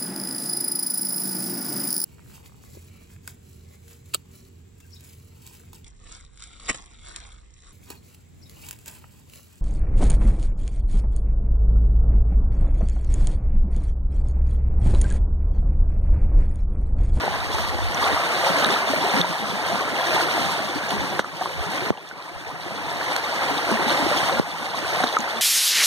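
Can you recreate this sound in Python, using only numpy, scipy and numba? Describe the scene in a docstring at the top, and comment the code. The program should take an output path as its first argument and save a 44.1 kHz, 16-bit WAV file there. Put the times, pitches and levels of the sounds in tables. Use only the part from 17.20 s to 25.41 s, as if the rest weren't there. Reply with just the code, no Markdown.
"""Small lake waves wash against the shore, close to a hand-held phone, in a light breeze.
Each wave is a cloud of ringing bubbles, with fizzing spray above it and hollow gurgles below.
Wind buffets the microphone ports, a motor drones far across the water, a distant bird peeps twice.
Now and then a wave slaps shut on a pocket of air; on the loudest peaks the phone's gain control
ducks and creeps back."""
import sys
import numpy as np
from scipy import signal
from scipy.fft import rfft, irfft
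from scipy.io import wavfile
from scipy.ndimage import uniform_filter1d, minimum_filter1d, map_coordinates
from numba import njit

SR = 44100
rng = np.random.default_rng(int(sys.argv[2]) if len(sys.argv) > 2 else 0)


def wav_record(signal):
    """Record a signal, one row per channel, as 16-bit PCM in the file named by sys.argv[1]."""
    frames = np.transpose(np.atleast_2d(signal))
    bounded = np.clip(frames, -1, 1)
    # unit amplitude maps onto the largest positive 16-bit level
    quanta = np.round(bounded * 32767).astype(np.int16)
    wavfile.write(sys.argv[1], SR, quanta)


N = 362061
TIME = np.arange(N) / SR
FREQ = np.maximum(np.fft.rfftfreq(N, 1 / SR), 1)

# waves running up the shore: (crest time [s], build-up [s], wash [dB], spray [dB], gurgle [dB])
WAVES = [(0.03, 0.3, -25, -35.5, -39.5), (0.38, 0.28, -29.5, -31, -40), (0.87, 0.14, -19.5, -27, -43),
         (1.06, 0.078, -26, -32, -45), (1.30, 0.17, -19, -25.5, -37), (1.44, 0.065, -19, -28.5, -35),
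         (1.73, 0.03, -43, -32, -36), (2.00, 0.27, -19, -26, -41), (2.48, 0.072, -25, -30, -40),
         (2.98, 0.3, -19.5, -26.5, -38), (3.22, 0.16, -26, -29.5, -38), (3.74, 0.19, -26.5, -33, -35.5),
         (4.22, 0.091, -32, -34, -47), (4.569, 0.11, -25.5, -31.5, -37.5), (5.02, 0.11, -31, -38, -48.5),
         (5.92, 0.2, -24.5, -32, -57), (6.26, 0.23, -23, -32, -46), (6.52, 0.11, -25.5, -33, -36),
         (6.70, 0.082, -21.5, -27.5, -47), (7.05, 0.72, -21.5, -28, -35.5),
         (7.30, 0.17, -27.5, -31.5, -38.5), (7.80, 0.33, -21.5, -28, -56), (8.001, 0.035, -15.5, -22, -33)]


def undb(db):
    """Decibels to gain."""
    return 10 ** (np.asarray(db) / 20)


def unit(x):
    """Scale to rms 1."""
    return x / np.sqrt(np.mean(x ** 2))


def gain_curve(points):
    """Gain at every frequency from (Hz, dB) points, level beyond the ends."""
    hz, db = np.transpose(points)
    return undb(np.interp(np.log(FREQ), np.log(hz), db))


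def band_curve(points):
    """The gain curve, falling 12 dB an octave beyond its ends."""
    low_hz, high_hz = points[0][0], points[-1][0]
    skirts = np.minimum(FREQ / low_hz, 1) * np.minimum(high_hz / FREQ, 1)
    return gain_curve(points) * skirts ** 2


def high_pass(x, hz):
    """Fall of 12 dB an octave below hz."""
    return signal.sosfilt(signal.butter(2, hz, "highpass", fs=SR, output="sos"), x)


def wander(rate_hz):
    """Smooth random motion of rms 1, changing about rate_hz times a second."""
    knots = rng.standard_normal(2048)
    return unit(map_coordinates(knots, [TIME * rate_hz], order=3, mode="wrap"))


@njit
def ring_bubbles(start_s, hz, cycles, amplitude, rise):
    """Each bubble is a sine that decays by 1/e in its cycles while its pitch gains the fraction rise."""
    out = np.zeros(N)
    for k in range(len(start_s)):
        first, life = int(start_s[k] * SR), cycles[k] * SR / hz[k]
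        phasor = amplitude[k] + 0j
        pole = np.exp(2j * np.pi * hz[k] / SR - 1 / life)
        glide = np.exp(2j * np.pi * hz[k] / SR * rise[k] / life)
        for i in range(max(first, 0), min(first + int(5 * life), N)):
            out[i] += phasor.imag
            phasor *= pole
            pole *= glide
    return out


def bubble_cloud(low_hz, high_hz, cycles, spread_db, rise, count):
    """A crowd of bubbles, scattered in time, pitch, damping and strength."""
    when, pitch, sustain, polarity = rng.random((count, 4)).T
    strength = undb(spread_db * np.minimum(rng.standard_normal(count), 2.2))
    hz = low_hz * (high_hz / low_hz) ** pitch
    amplitude = strength * np.sign(polarity - .5) * np.sqrt(hz / low_hz)
    return ring_bubbles(when * N / SR, hz, cycles * (.5 + sustain), amplitude, np.full(count, rise))


def water(colour, blur_db, **bubbles):
    """Near bubbles over the noisy blur of far ones, as the two microphone ports hear them."""
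    # the shore is wide, so short wavelengths reach the ports unlike: (frequency [Hz], side/mid [dB])
    shore_width = [(150, -28), (330, -20), (700, -11.5), (1100, -0.5), (2000, 9.5), (3000, -4.5), (4300, 1),
                   (9000, 1), (15000, 0.5)]
    width = gain_curve(shore_width)
    near = np.array([unit(bubble_cloud(**bubbles)) for _ in range(2)])
    far = undb(blur_db) * rng.standard_normal((2, N))
    mid, side = rfft(near + far) * band_curve(colour)
    ports = np.array([mid + width * side, mid - width * side]) / np.sqrt(1 + width ** 2)
    return unit(irfft(ports, N))


def surge(crest_db, lapping_db, drain_s):
    """Each wave's level builds to its crest and drains by 1/e in drain_s, over the steady lapping."""
    power = undb(lapping_db) ** 2
    for (crest_s, build_s, *_), db in zip(WAVES, crest_db):
        age = TIME - crest_s
        envelope = np.exp(np.minimum(age / build_s, -age / drain_s))
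        power = power + (undb(db) * envelope) ** 2
    return np.sqrt(power)


def waves():
    """Close by, each run-up breaks into quick splashes that stir the wash and throw spray."""
    # spectra of the water's three layers: (frequency [Hz], relative level [dB])
    wash_colour = [(150, -27), (300, -8.5), (460, -9.5), (700, -2), (1000, -1), (1400, -1.5), (1900, 0.44),
                   (2400, -3.5), (3000, -9.5), (5000, -61)]
    spray_colour = [(1500, -60), (2700, -2), (3700, -0.5), (4500, -1.5), (5200, -5.5), (6300, -9),
                    (8000, -12), (10500, -12.5), (12000, -18), (15000, -21)]
    gurgle_colour = [(50, -32), (110, -2), (170, -8), (230, -6), (330, -1.5), (480, -1.5), (900, -5.5)]
    _, _, wash_db, spray_db, gurgle_db = np.transpose(WAVES)
    splashes = wander(rate_hz=32)
    wash = water(wash_colour, blur_db=7.0, low_hz=455.3, high_hz=2809,
                 cycles=6.95, spread_db=3.0, rise=0.036, count=6000)
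    spray = water(spray_colour, blur_db=7.0, low_hz=2412, high_hz=14320,
                  cycles=9.9, spread_db=7.5, rise=0.023, count=12000)
    gurgle = water(gurgle_colour, blur_db=9.5, low_hz=154.7, high_hz=480.7,
                   cycles=4.44, spread_db=3, rise=0.03, count=500)
    wash *= surge(wash_db, lapping_db=-29.5, drain_s=0.37)
    spray *= surge(spray_db, lapping_db=-37.5, drain_s=0.37)
    gurgle *= surge(gurgle_db, lapping_db=-41, drain_s=0.27)  # the hollows empty sooner
    wash *= undb(0.39 * splashes + 0.22 * wander(rate_hz=57))
    spray *= undb(0.63 * splashes + 1.17 * wander(rate_hz=41))
    gurgle *= undb(0.46 * splashes)
    return wash + spray + gurgle


def wind(breeze_db=-64.5, flutter_db=3):
    """Eddies buffet each microphone port on its own; gusts swell and die over a light breeze."""
    # gusts and short buffets on the ports: (time [s], half length [s], strength [dB])
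    gusts = [(0.11, 0.028, -46), (0.502, 0.3, -44), (2.438, .02, -52), (3.15, 0.14, -63),
             (3.283, 0.014, -49), (3.56, .025, -52), (3.79, 0.03, -51), (4.39, 0.018, -41),
             (4.6, 0.26, -68), (5.163, 0.02, -47), (6.844, 0.017, -49), (7.1, 0.1, -60)]
    # spectrum of the eddies' rumble: (frequency [Hz], relative level [dB])
    eddy_colour = [(20, -8), (45, -1), (100, 6), (170, -21), (300, -18), (800, -8)]
    gust_power = sum(undb(db) ** 2 * np.exp(-((TIME - s) / half_s) ** 2) for s, half_s, db in gusts)
    strength = np.sqrt(undb(breeze_db) ** 2 + gust_power)
    eddies = unit(irfft(rfft(rng.standard_normal((2, N))) * band_curve(eddy_colour), N))
    return eddies * strength * undb(flutter_db * wander(rate_hz=21))


def far_motor(swell_db=1.5, waver=0.0062):
    """A motor drones faintly far across the water, one wavering note that comes and goes."""
    # the slow drift of its note: (time [s], pitch [Hz], level [dB])
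    drift = [(0, 160.5, -53.5), (2.0, 163.2, -56), (3.4, 157.7, -50.5), (4.3, 168.6, -51), (5.2, 164, -54),
             (6.2, 164, -60.5), (7.1, 165.5, -50), (7.9, 160, -54.5)]
    s, hz, db = np.transpose(drift)
    pitch_hz = np.interp(TIME, s, hz) * (1 + waver * wander(rate_hz=13))
    level_db = np.interp(TIME, s, db) + swell_db * wander(rate_hz=6.8)
    phase = 2 * np.pi * np.cumsum(pitch_hz) / SR
    return unit(np.sin(phase)) * undb(level_db)


def near_bubbles(mean_rise=0.011, rise_spread=0.012, gain_db=-5.5, lag_spread_s=.00005):
    """Lone bubbles ring out of the wash along the shore; each glides its own way, most upward."""
    # from deep gulps to tiny spits: (time [s], pitch [Hz], relative peak [dB], decay [cycles])
    bubbles = [(0.079, 780, -4, 2.1), (0.141, 1600, -13, 4.6), (0.203, 3790, -12, 4),
               (0.346, 860, -11.5, 10), (0.384, 1240, -10, 3.6), (0.589, 785, -5.5, 1.4),
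               (0.746, 5960, -8, 5), (0.827, 1180, -6.5, 7.1), (0.842, 3600, -6, 4.9),
               (0.863, 1360, -9, 6.8), (0.926, 287, -17.5, 5), (0.931, 3860, -11, 4.7),
               (0.974, 1190, -7, 6), (1.213, 1890, -11, 5), (1.267, 850, -7, 4.3), (1.299, 178, -16.5, 2.7),
               (1.426, 3050, -5, 5), (1.441, 1233, -4.5, 6.3), (1.4458, 3700, 3, 2.8),
               (1.444, 5950, -5, 5.2), (1.449, 1690, -5, 3.5), (1.459, 3730, -4, 5), (1.46, 229, -17, 5.5),
               (1.4658, 9160, -8.5, 8.2), (1.489, 1690, -2, 2.2), (1.498, 390, -13.5, 4.8),
               (1.541, 3580, -5, 3.9), (1.689, 1150, -11, 5.4), (1.700, 268, -16.5, 4.5),
               (1.736, 606, -5.5, 2.5), (1.7444, 8340, -7, 2), (1.7535, 11000, -3, .7),
               (1.838, 388, -15.5, 6), (1.938, 202, -16, 6), (1.9659, 9200, -36, 10), (1.966, 280, -18, 6),
               (1.994, 171, -15.5, 8), (2.045, 924, -2, 5.4), (2.096, 168, -18, 4.6),
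               (2.224, 207, -22, 8.3), (2.331, 202, -21, 4.6), (2.519, 193, -23, 5.2),
               (2.556, 930, -11, 3.8), (2.703, 2070, -12, 5), (2.765, 2870, -8.5, 2.5),
               (2.967, 870, -7, 4.3), (3.008, 1440, -4.5, 3.8), (3.016, 11300, -5.5, 2.5),
               (3.025, 348, -20, 7.6), (3.179, 680, -8, 4), (3.558, 290, -17.5, 4),
               (3.692, 6170, -9.5, 3.4), (3.707, 10500, -8, 2.6), (3.707, 3095, -1.5, 1.5),
               (3.732, 206, -23, 8.9), (3.814, 275, -23, 6.8), (4.045, 1280, -4, 2.2),
               (4.211, 731, -8.5, 7.8), (4.218, 886, -10, 4.7), (4.213, 1620, -11.5, 3.5),
               (4.222, 1160, -8, 4), (4.258, 1060, -4, 3), (4.553, 2100, -15, 4), (4.584, 284, -25, 4.7),
               (4.622, 374, -18, 4.4), (4.669, 1540, -17, 4.4), (4.707, 386, -7, 1.3),
               (4.711, 169, -4, 0.95), (4.727, 1110, -10, 6), (4.752, 900, -9, 2), (4.778, 780, -8, 3),
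               (4.774, 2730, -3, 3.6), (4.783, 3150, -11, 4), (4.890, 6030, -7, 1.8),
               (4.912, 1490, -9, 6.5), (4.996, 1150, -16, 5), (5.024, 4060, -11, 4), (5.28, 5900, -11, 1.5),
               (5.288, 895, -19, 7), (5.301, 1000, -12.5, 5.5), (5.312, 1150, -15, 6),
               (5.46, 790, -13, 0.72), (5.462, 340, -18, 2.4), (5.508, 620, -14.5, 4), (5.812, 1664, -9, 4),
               (6.308, 278, -19, 6.6), (6.379, 3780, -8, 4), (6.498, 1510, -11, 4.9),
               (6.514, 395, -8.5, 2.1), (6.5151, 8760, -10, 3.3), (6.519, 220, -12.5, 4.3),
               (6.572, 1810, -7, 4.4), (6.594, 350, -15, 4.2), (6.665, 243, -17.5, 6),
               (6.680, 850, -9, 5.7), (6.696, 3700, -5.5, 4.4), (6.705, 4170, -6, 5), (6.748, 542, -20, 13),
               (6.756, 1000, -8, 3.5), (6.797, 300, -15, 5.8), (6.825, 275, -12, 2.8),
               (6.863, 348, -8.5, 2.5), (6.8907, 9200, -13, 3.8), (6.914, 586, -8.5, 7.5),
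               (6.965, 354, -22, 4.1), (7.094, 1143, -8.5, 3.3), (7.122, 545, -13, 4.6),
               (7.171, 1390, -11, 4.4), (7.197, 217, -15, 1.7), (7.427, 1474, -12.5, 6.9),
               (7.545, 1080, -8, 5), (7.572, 229, -25, 4), (7.588, 1896, -13, 5), (7.647, 1490, -11, 5),
               (7.8277, 3900, -8.5, 4.2), (7.838, 243, -14, 2.6), (7.872, 3900, -2, 4),
               (7.879, 3990, -3, 5), (7.890, 3830, -7, 4), (7.98, 1020, -4, 5.6), (7.9875, 6650, 6, 2.4),
               (7.992, 225, -9, 3.2), (8.005, 6680, 3, 4)]
    s, hz, db, cycles = np.transpose(bubbles)
    glide, bearing = rng.standard_normal((len(s), 2)).T
    rise = mean_rise + rise_spread * glide
    lag_s = bearing * lag_spread_s  # a bubble off to one side reaches that port first
    return np.array([ring_bubbles(s + port * lag_s / 2, hz, cycles, undb(db + gain_db), rise)
                     for port in (-1, 1)])


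def slaps(crack_hz=4000, sag=-0.018, depth_octaves=2):
    """A closing air pocket gives a damped pop, the water's smack a crack; small pockets are thinner."""
    # water slapping shut on trapped air: (time [s], pitch [Hz], level [dB], decay [cycles],
    # crack against pop [dB], crack decay [s], gain at the left port, shaded by the phone's body [dB])
    pockets = [ (2.0144, 3670, 3.5, 6, -24, .002, -16), (3.9932, 1510, 8.5, 0.83, -20.5, 0.0044, -4.5),
               (3.9950, 680, 4.5, 0.59, -18, 0.0095, -2), (4.7045, 480, 20, 0.2, -41, .008, -13),
               (5.9626, 1410, -10, 1.4, -9, 0.0033, -22), (5.964, 4330, 8, 0.81, -9, 0.00088, -24),
               (7.1970, 387, 8, 0.37, -30, .004, -43), (7.8368, 1590, -6, 1.7, -17, 0.0048, -7),
               (7.8401, 750, -1.5, 2.1, -13, 0.0051, -1), (7.9682, 1300, 8, 5.1, -59, .006, -5), ]
    out, age = np.zeros((2, N)), TIME[:2048]
    soften = signal.butter(2, crack_hz, fs=SR, output="sos")
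    for s, hz, db, cycles, crack_db, crack_s, shade_db in pockets:
        decay = age * hz / cycles
        pop = np.exp(-decay) * np.sin(2 * np.pi * hz * age * (1 + sag * decay / 2))
        noise = unit(signal.sosfilt(soften, rng.standard_normal(len(age))))
        crack = undb(crack_db) * noise * np.exp(-age / crack_s)
        slap = high_pass(pop + crack, hz / 2 ** depth_octaves)
        start = int(s * SR)
        out[:, start:start + len(age)] += undb([[db + shade_db], [db]]) * slap
    return out


def distant_bird():
    """Each peep from the distance is a pure whistle that swells and fades."""
    # thin peeps: (time [s], length [s], pitch [Hz], peak [dB])
    peeps = [(2.198, 0.19, 4800, -35), (3.534, 0.067, 4500, -33.5)]
    out = np.zeros(N)
    for s, length_s, hz, db in peeps:
        progress = np.clip((TIME - s) / length_s, 0, 1)
        out += undb(db) * np.sin(np.pi * progress) * np.sin(2 * np.pi * hz * TIME)
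    return out


def scene():
    """Sound pressure at the phone's two microphone ports, held at the water's edge."""
    pockets = high_pass(near_bubbles() + slaps(), hz=167)  # small air pockets radiate little bass
    return waves() + pockets + wind() + far_motor() + distant_bird()


def stereo_pair(ports, mismatch_db=2.5, port_travel_s=.0004, cross_feed=.99):
    """Each channel is one port minus the delayed other; a bass lift restores what that cancels."""
    # the two channels differ a little in colour: (frequency [Hz], left minus right [dB])
    channel_tilt = [(120, 0), (750, 1.4), (1450, -1), (2000, 0), (2550, 0), (3000, -3), (3700, 0),
                    (4500, -3), (5000, -1), (6500, -2), (7600, -.5), (10000, 0), (14000, 2)]
    tilt = np.sqrt(gain_curve(channel_tilt))
    left, right = rfft(ports) * undb([[-mismatch_db], [mismatch_db]])
    phase_lag = 2 * np.pi * FREQ * port_travel_s
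    cross = cross_feed * np.exp(-1j * phase_lag)
    lift = 1 / np.abs(1 - cross_feed * np.exp(-1j * np.minimum(phase_lag, np.pi)))
    channels = np.array([(left - cross * right) * tilt, (right - cross * left) / tilt])
    return irfft(lift * channels, N)


def gain_control(x, ceiling_db=-4.0, release_db_per_s=15):
    """A peak over the ceiling pulls the gain down in about a millisecond; it climbs back steadily."""
    peak_db = 20 * np.log10(np.abs(x).max(axis=0) + 1e-9)
    over_db = np.maximum(peak_db - ceiling_db, 0)
    climb_db = release_db_per_s * TIME
    gain_db = climb_db - np.maximum.accumulate(over_db + climb_db)
    held_db = minimum_filter1d(gain_db, size=32)
    smooth_db = uniform_filter1d(uniform_filter1d(held_db, size=48), size=24)
    return x * undb(smooth_db)


def record(dry):
    """The phone forms its stereo pair, rides the gain, and cuts the rumble and the top."""
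    sound = high_pass(gain_control(stereo_pair(dry)), hz=45)
    top_cut = signal.ellip(8, .2, 70, 15500, fs=SR, output="sos")  # steep above 15.5 kHz
    return signal.sosfilt(top_cut, sound)


dry = scene()
out = record(dry)
wav_record(out)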